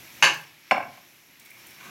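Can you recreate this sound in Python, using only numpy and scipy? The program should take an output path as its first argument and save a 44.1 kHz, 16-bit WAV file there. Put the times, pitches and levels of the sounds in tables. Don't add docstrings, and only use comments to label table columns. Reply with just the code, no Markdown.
import sys
import numpy as np
from scipy import signal
from scipy.fft import rfft, irfft
from scipy.io import wavfile
from scipy.ndimage import uniform_filter1d

SR = 44100
rng = np.random.default_rng(int(sys.argv[2]) if len(sys.argv) > 2 else 0)


def store_pcm(level_fs):
    pcm = np.round(np.clip(level_fs, -1, 1) * 32767).astype(np.int16)
    wavfile.write(sys.argv[1], SR, np.atleast_2d(pcm).T)


def gain_from_decibels(decibels):
    exponent = np.asarray(decibels, float) / 20
    return 10 ** exponent


N = 83790

# t/s, level/dB
FLAME_LEVEL = [(0.0, -57), (0.274, -55), (0.47, -63.5), (0.74, -65), (0.878, -55), (.97, -62), (1.06, -61),
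               (1.184, -63.5), (1.376, -65), (1.5, -60.5), (1.6, -61), (1.68, -59.5), (1.76, -60),
               (1.9, -55.5)]
# f/Hz, density/dB per Hz
FLAME_SPECTRUM = [(15, -57.5), (25, -32), (124, -3), (204, -6), (356, -4.5), (462, -14.5), (499, -11),
                  (1000, -10), (1300, -37), (2200, -120)]
# t/s, level/dB, fizz over sizzle/dB
FRY_LEVEL = [(0.0, -50.5, 6.5), (0.296, -48.5, 4), (0.438, -53.5, 5.5), (0.56, -56, 4), (0.942, -55, 5),
             (1.152, -57.5, 7), (1.444, -57, 4), (1.608, -52.5, 3.5), (1.9, -52.5, 6)]
# f/Hz, density/dB per Hz
SIZZLE_SPECTRUM = [(530, -90), (900, -16.5), (1230, -12), (1750, -7.5), (2320, -3), (3140, -10),
                   (3230, -9.5), (5000, -14), (6500, -36), (11000, -120)]
# f/Hz, density/dB per Hz
FIZZ_SPECTRUM = [(2940, -39.5), (5000, -22.5), (6030, -0.5), (6480, -3.5), (7310, -5), (8870, -12),
                 (11500, -2.5), (15800, -9)]
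# f/Hz, width/Hz, level/dB
PAN_HUM_BANDS = [(2260, 350, -14.5), (5495, 500, -10.5), (12000, 900, -14.5)]
# t/s, level/dB
WHISTLE_LEVEL = [(0, -76), (.5, -91), (1.2, -78), (1.36, -67.5), (1.6, -67), (1.75, -72), (1.82, -63.5),
                 (1.9, -69)]
# t/s, peak level/dB, low cut f/Hz
FAT_SPITS = [(0.338, -33, 9000), (0.371, -41, 9000), (.411, -41, 9000), (0.7757, -43, 9000),
             (0.929, -54, 3000), (1.396, -39, 4930), (1.4491, -40.5, 10000), (1.457, -42, 3530),
             (1.503, -36.5, 10000), (1.5942, -44, 9000), (1.666, -34, 9050), (1.705, -38.5, 9000),
             (1.84, -44, 5000)]
# t/s, peak level/dB, f/Hz
BLADE_TICKS = [(1.3947, -48, 2250), (1.4591, -44, 2230), (1.503, -42, 2194), (1.5145, -36.5, 2310),
               (1.5534, -46, 2190), (1.5752, -50, 2410), (1.6824, -49, 2270), (1.7853, -46, 2230),
               (1.572, -47, 1074), (1.808, -43, 1500), (1.812, -41, 1090), (1.836, -45, 1120),
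               (1.861, -41, 240), (1.88, -43, 200)]
# t/s, level/dB
SCRAPE_LEVEL = [(1.74, -94.5), (1.79, -59), (1.805, -46.5), (1.826, -55.5), (1.835, -46.5), (1.86, -46),
                (1.875, -50), (1.9, -48.5)]
# f/Hz, width/Hz, level/dB
DISH_BANDS = [(146.3, 57, -5.5), (296, 91, -11), (750, 300, -6), (1114, 120, -1), (1500, 170, -1.5),
              (1870, 200, -6.5), (2310, 250, 0), (2774, 120, -5.5), (3700, 960, -6), (5500, 1400, -8)]
# t/s, level/dB, free ring before choke/s, tilt/dB per octave, contact rise/s
SLAP_BLOWS = [
    (.7102, -14, 0.0049, 2, 0.00023),
    (0.7137, -12.5, 0.01237, -3.5, 0.0026),
    (.742, -32.5, 0.011, -7, .005),
    (.766, -24.5, 0.0094, -4.5, 0.0053),
    (.777, -22, 0.007, -3.5, 0.0027),
    (.80, -25.5, 0.0134, -0.5, 0.0048),
    (.822, -28, 0.016, 1.5, 0.0041),
    (.972, -42, 0.023, 2, 0.0035),
]
# f/Hz, level/dB, t60/s
PAN_RING = [(111.5, -33, 0.13), (250.4, -25, 0.49), (584, -9, 0.13), (726.7, -3, 0.18), (835, -8, 0.27),
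            (1067.5, -4.5, 0.13), (1342, -11.5, .06), (1574, -8.5, 0.09), (1826, -13, 0.038),
            (2030, -14, .04), (2270, -1, 0.089), (2650, -6.5, 0.049)]
# f/Hz, density/dB per Hz
SLAP_SPECTRUM = [(180, -51), (350, -14.5), (674, -8), (1810, -8), (2690, -9), (3810, -31.5), (5390, -32.5),
                 (6360, -35.5), (15500, -57.5)]
# f/Hz, level/dB, t60/s
BLADE_RING = [(3374, -2, 0.058), (4300, -0.5, 0.054), (5370, -2, 0.099), (6800, -16, 0.037),
              (7830, -3.5, 0.036), (9300, -14, .05)]
# f/Hz, density/dB per Hz
BLADE_SPECTRUM = [(3000, -2.5), (5000, -8.5), (8000, -12), (11500, -18.5), (13000, -20.5), (15800, -34.5)]
# t/s, level/dB
RIM_HITS = [
    (0.2245, -12),
    (0.2273, -15.5),
    (.234, -14.5),
    (0.241, -14),
    (0.248, -16.5),
    (.258, -20.5),
    (0.268, -23.5),
]
# f/Hz, level/dB, t60/s
RIM_RING = [(147, -24, 0.09), (579, -14, 0.05), (826, -7.5, 0.044), (975, -7, 0.04), (1118, -6, 0.09),
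            (1598, -4.5, .06), (1756, -3.5, .1), (2190, -5.5, 0.073), (2435, -9, 0.037), (2644, 0.5, 0.089),
            (2888, 1.5, .09), (3900, -11, 0.053), (4490, -6, .04), (6280, -4.5, .025)]
# f/Hz, density/dB per Hz
RIM_SPECTRUM = [(280, -13.5), (1300, -12), (2950, -1.5), (3300, -15.5), (7300, -16.5), (8000, -29.5),
                (10500, -21.5), (15500, -41.5)]
# f/Hz, t60/s
KITCHEN_T60 = [(125, 0.64), (500, 0.21), (1500, 0.36), (3000, 0.22), (6000, 0.32), (12000, 0.12)]


def gain_of(table, col=1):
    a = np.array(table, float)
    return gain_from_decibels(np.interp(np.arange(N) / SR, a[:, 0], a[:, col]))


def unit(x):
    return x / np.sqrt(np.mean(x ** 2))


def decay(t, t60_s):
    return np.exp(-np.log(1000) * t / t60_s)


def colour(x, points):
    a = np.array(points, float)
    hz = np.fft.rfftfreq(len(x), 1 / SR) + 1
    gain = gain_from_decibels(np.interp(np.log(hz), np.log(a[:, 0]), a[:, 1]))
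    low_edge = np.minimum(1, hz / a[0, 0]) ** 4
    high_edge = np.minimum(1, a[-1, 0] / hz) ** 4
    return irfft(rfft(x) * gain * low_edge * high_edge, len(x))


def band(x, hz, width_hz):
    return signal.lfilter(*signal.iirpeak(min(hz, 0.45 * SR), hz / width_hz, fs=SR), x)


def walk(rate_hz):
    k = int(SR / rate_hz)
    steps = np.repeat(rng.standard_normal(N // k + 1), k)
    return unit(uniform_filter1d(uniform_filter1d(steps, k), k)[:N])


def clicks(rate_hz, scatter_db):
    u = rng.random((3, N))
    size = gain_from_decibels(-scatter_db * np.log(u[2] + 1e-4))
    return unit((u[0] < rate_hz / SR) * np.sign(u[1] - 0.5) * size)


def add(out, at_s, x):
    i = int(at_s * SR)
    out[i:i + len(x)] += x[:N - i]


def blow(modes, crack, crack_db, crack_s, rise_s, split, tilt_db=0):
    t = np.arange(SR // 2) / SR
    tilt_hz = 1420
    hz, db, t60_s = np.repeat(np.array(modes, float), 3, axis=0).T
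    c = rng.standard_normal((len(hz), 3))
    spread = c[:, 2] - c[:, 2].reshape(-1, 3).mean(axis=1).repeat(3)
    signs = np.sign(c[::3, 1]).repeat(3)
    gains = signs * gain_from_decibels(db + tilt_db * np.log2(hz / tilt_hz) + 2 * c[:, 0])
    partner_hz = hz * (1 + split * spread)
    ring = gains @ (np.sin(2 * np.pi * partner_hz[:, None] * t) * decay(t, t60_s[:, None]))
    tilted = [(f, d + tilt_db * np.log2(f / tilt_hz)) for f, d in crack]
    noise = unit(colour(rng.standard_normal(len(t)), tilted))
    rise = 1 - np.exp(-(t / rise_s) ** 2)
    return (ring / 3 + gain_from_decibels(crack_db) * noise * np.exp(-t / crack_s)) * rise


def room(x):
    t = np.arange(int(0.7 * SR)) / SR
    a = np.array(KITCHEN_T60)
    tail = 0
    for hz in 90 * 2 ** np.arange(0, 7.6, 0.5):
        t60_s = np.interp(np.log(hz), np.log(a[:, 0]), a[:, 1])
        tail = tail + band(rng.standard_normal(len(t)), hz, hz / 2.5) * decay(t, t60_s)
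    rise_s = 0.01
    tail = tail * (1 - np.exp(-t / rise_s))
    return signal.fftconvolve(x, tail / np.sqrt(np.sum(tail ** 2)))[:N]


def flame():
    rumble = unit(colour(rng.standard_normal(N), FLAME_SPECTRUM))
    return gain_of(FLAME_LEVEL) * rumble * gain_from_decibels(1.1 * walk(12))


def bubbling():
    bubbles_per_s, scatter_db, bubble_db = 720, 2, -7.5
    return rng.standard_normal(N) + gain_from_decibels(bubble_db) * clicks(bubbles_per_s, scatter_db)


def frying():
    sizzle = unit(colour(bubbling(), SIZZLE_SPECTRUM)) * gain_from_decibels(walk(25.4))
    fizz = unit(colour(bubbling(), FIZZ_SPECTRUM)) * gain_from_decibels(-9.5 + 0.73 * walk(15))
    hum = 0
    for hz, width_hz, db in PAN_HUM_BANDS:
        tone = unit(band(band(bubbling(), hz, width_hz), hz, width_hz))
        hum = hum + gain_from_decibels(db + 2 * walk(31)) * tone
    return gain_of(FRY_LEVEL) * (sizzle + hum + gain_of(FRY_LEVEL, col=2) * fizz)


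def whistle():
    hz, width_hz = 12650, 220
    steam = band(band(rng.standard_normal(N), hz, width_hz), hz, width_hz)
    return gain_of(WHISTLE_LEVEL) * unit(steam) * gain_from_decibels(2.5 * walk(25))


def spits():
    out, t = np.zeros(N), np.arange(SR // 10) / SR
    peak_s, trim_db = 0.00285, -7
    for s, db, low_cut_hz in FAT_SPITS:
        high_pass = signal.butter(2, low_cut_hz, "high", fs=SR)
        puff = signal.lfilter(*high_pass, rng.standard_normal(len(t)))
        add(out, s, gain_from_decibels(db + trim_db) * puff * t / peak_s * np.exp(1 - t / peak_s))
    return out


def ticks():
    out, t = np.zeros(N), np.arange(SR // 10) / SR
    rise_s, t60_s = 0.00082, 0.026
    for s, db, hz in BLADE_TICKS:
        add(out, s, gain_from_decibels(db) * np.sin(2 * np.pi * hz * t) * np.minimum(t / rise_s, 1) * decay(t, t60_s))
    return out


def scrape():
    slips = clicks(1100, 0.99)
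    dish = 0
    for hz, width_hz, db in DISH_BANDS:
        dish = dish + gain_from_decibels(db) * unit(band(band(slips, hz, width_hz), hz, 2 * width_hz))
    return gain_of(SCRAPE_LEVEL) * unit(dish)


def slaps():
    out, t = np.zeros(N), np.arange(SR // 2) / SR
    choke_db, choke_s = -21, 0.0022
    for s, db, held_s, tilt_db, rise_s in SLAP_BLOWS:
        choke = gain_from_decibels(choke_db * np.clip((t - held_s) / choke_s, 0, 1) ** 2)
        hit = blow(PAN_RING, SLAP_SPECTRUM, crack_db=-1.5, crack_s=0.0052, rise_s=rise_s,
                   split=0.013, tilt_db=tilt_db)
        add(out, s, gain_from_decibels(db) * choke * hit)
    blade = blow(BLADE_RING, BLADE_SPECTRUM, crack_db=-6, crack_s=0.01, rise_s=0.0012, split=0.024)
    add(out, 0.7108, gain_from_decibels(-28.5) * blade)
    return out


def rim():
    out = np.zeros(N)
    for s, db in RIM_HITS:
        hit = blow(RIM_RING, RIM_SPECTRUM, crack_db=-5.5, crack_s=0.017, rise_s=0.00031, split=0.016)
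        add(out, s, gain_from_decibels(db) * hit)
    return out


def scene():
    rim_hits, pan_slaps = rim(), slaps()
    small = spits() + ticks() + scrape()
    wet = room(gain_from_decibels(-5.5) * rim_hits + gain_from_decibels(-9) * pan_slaps + gain_from_decibels(-3) * small)
    low_cut = signal.butter(4, 138, "high", fs=SR, output="sos")
    contacts = signal.sosfilt(low_cut, rim_hits + pan_slaps + small + wet)
    return (contacts + frying() + whistle() + flame())[None]


def band_limit(x):
    return signal.sosfilt(signal.butter(12, 16870, fs=SR, output="sos"), x)


def record(dry):
    top_cut = signal.ellip(8, 0.2, 40, 16000, fs=SR, output="sos")
    mix = signal.sosfilt(top_cut, dry)
    return band_limit(mix)


dry = scene()
out = record(dry)
store_pcm(out)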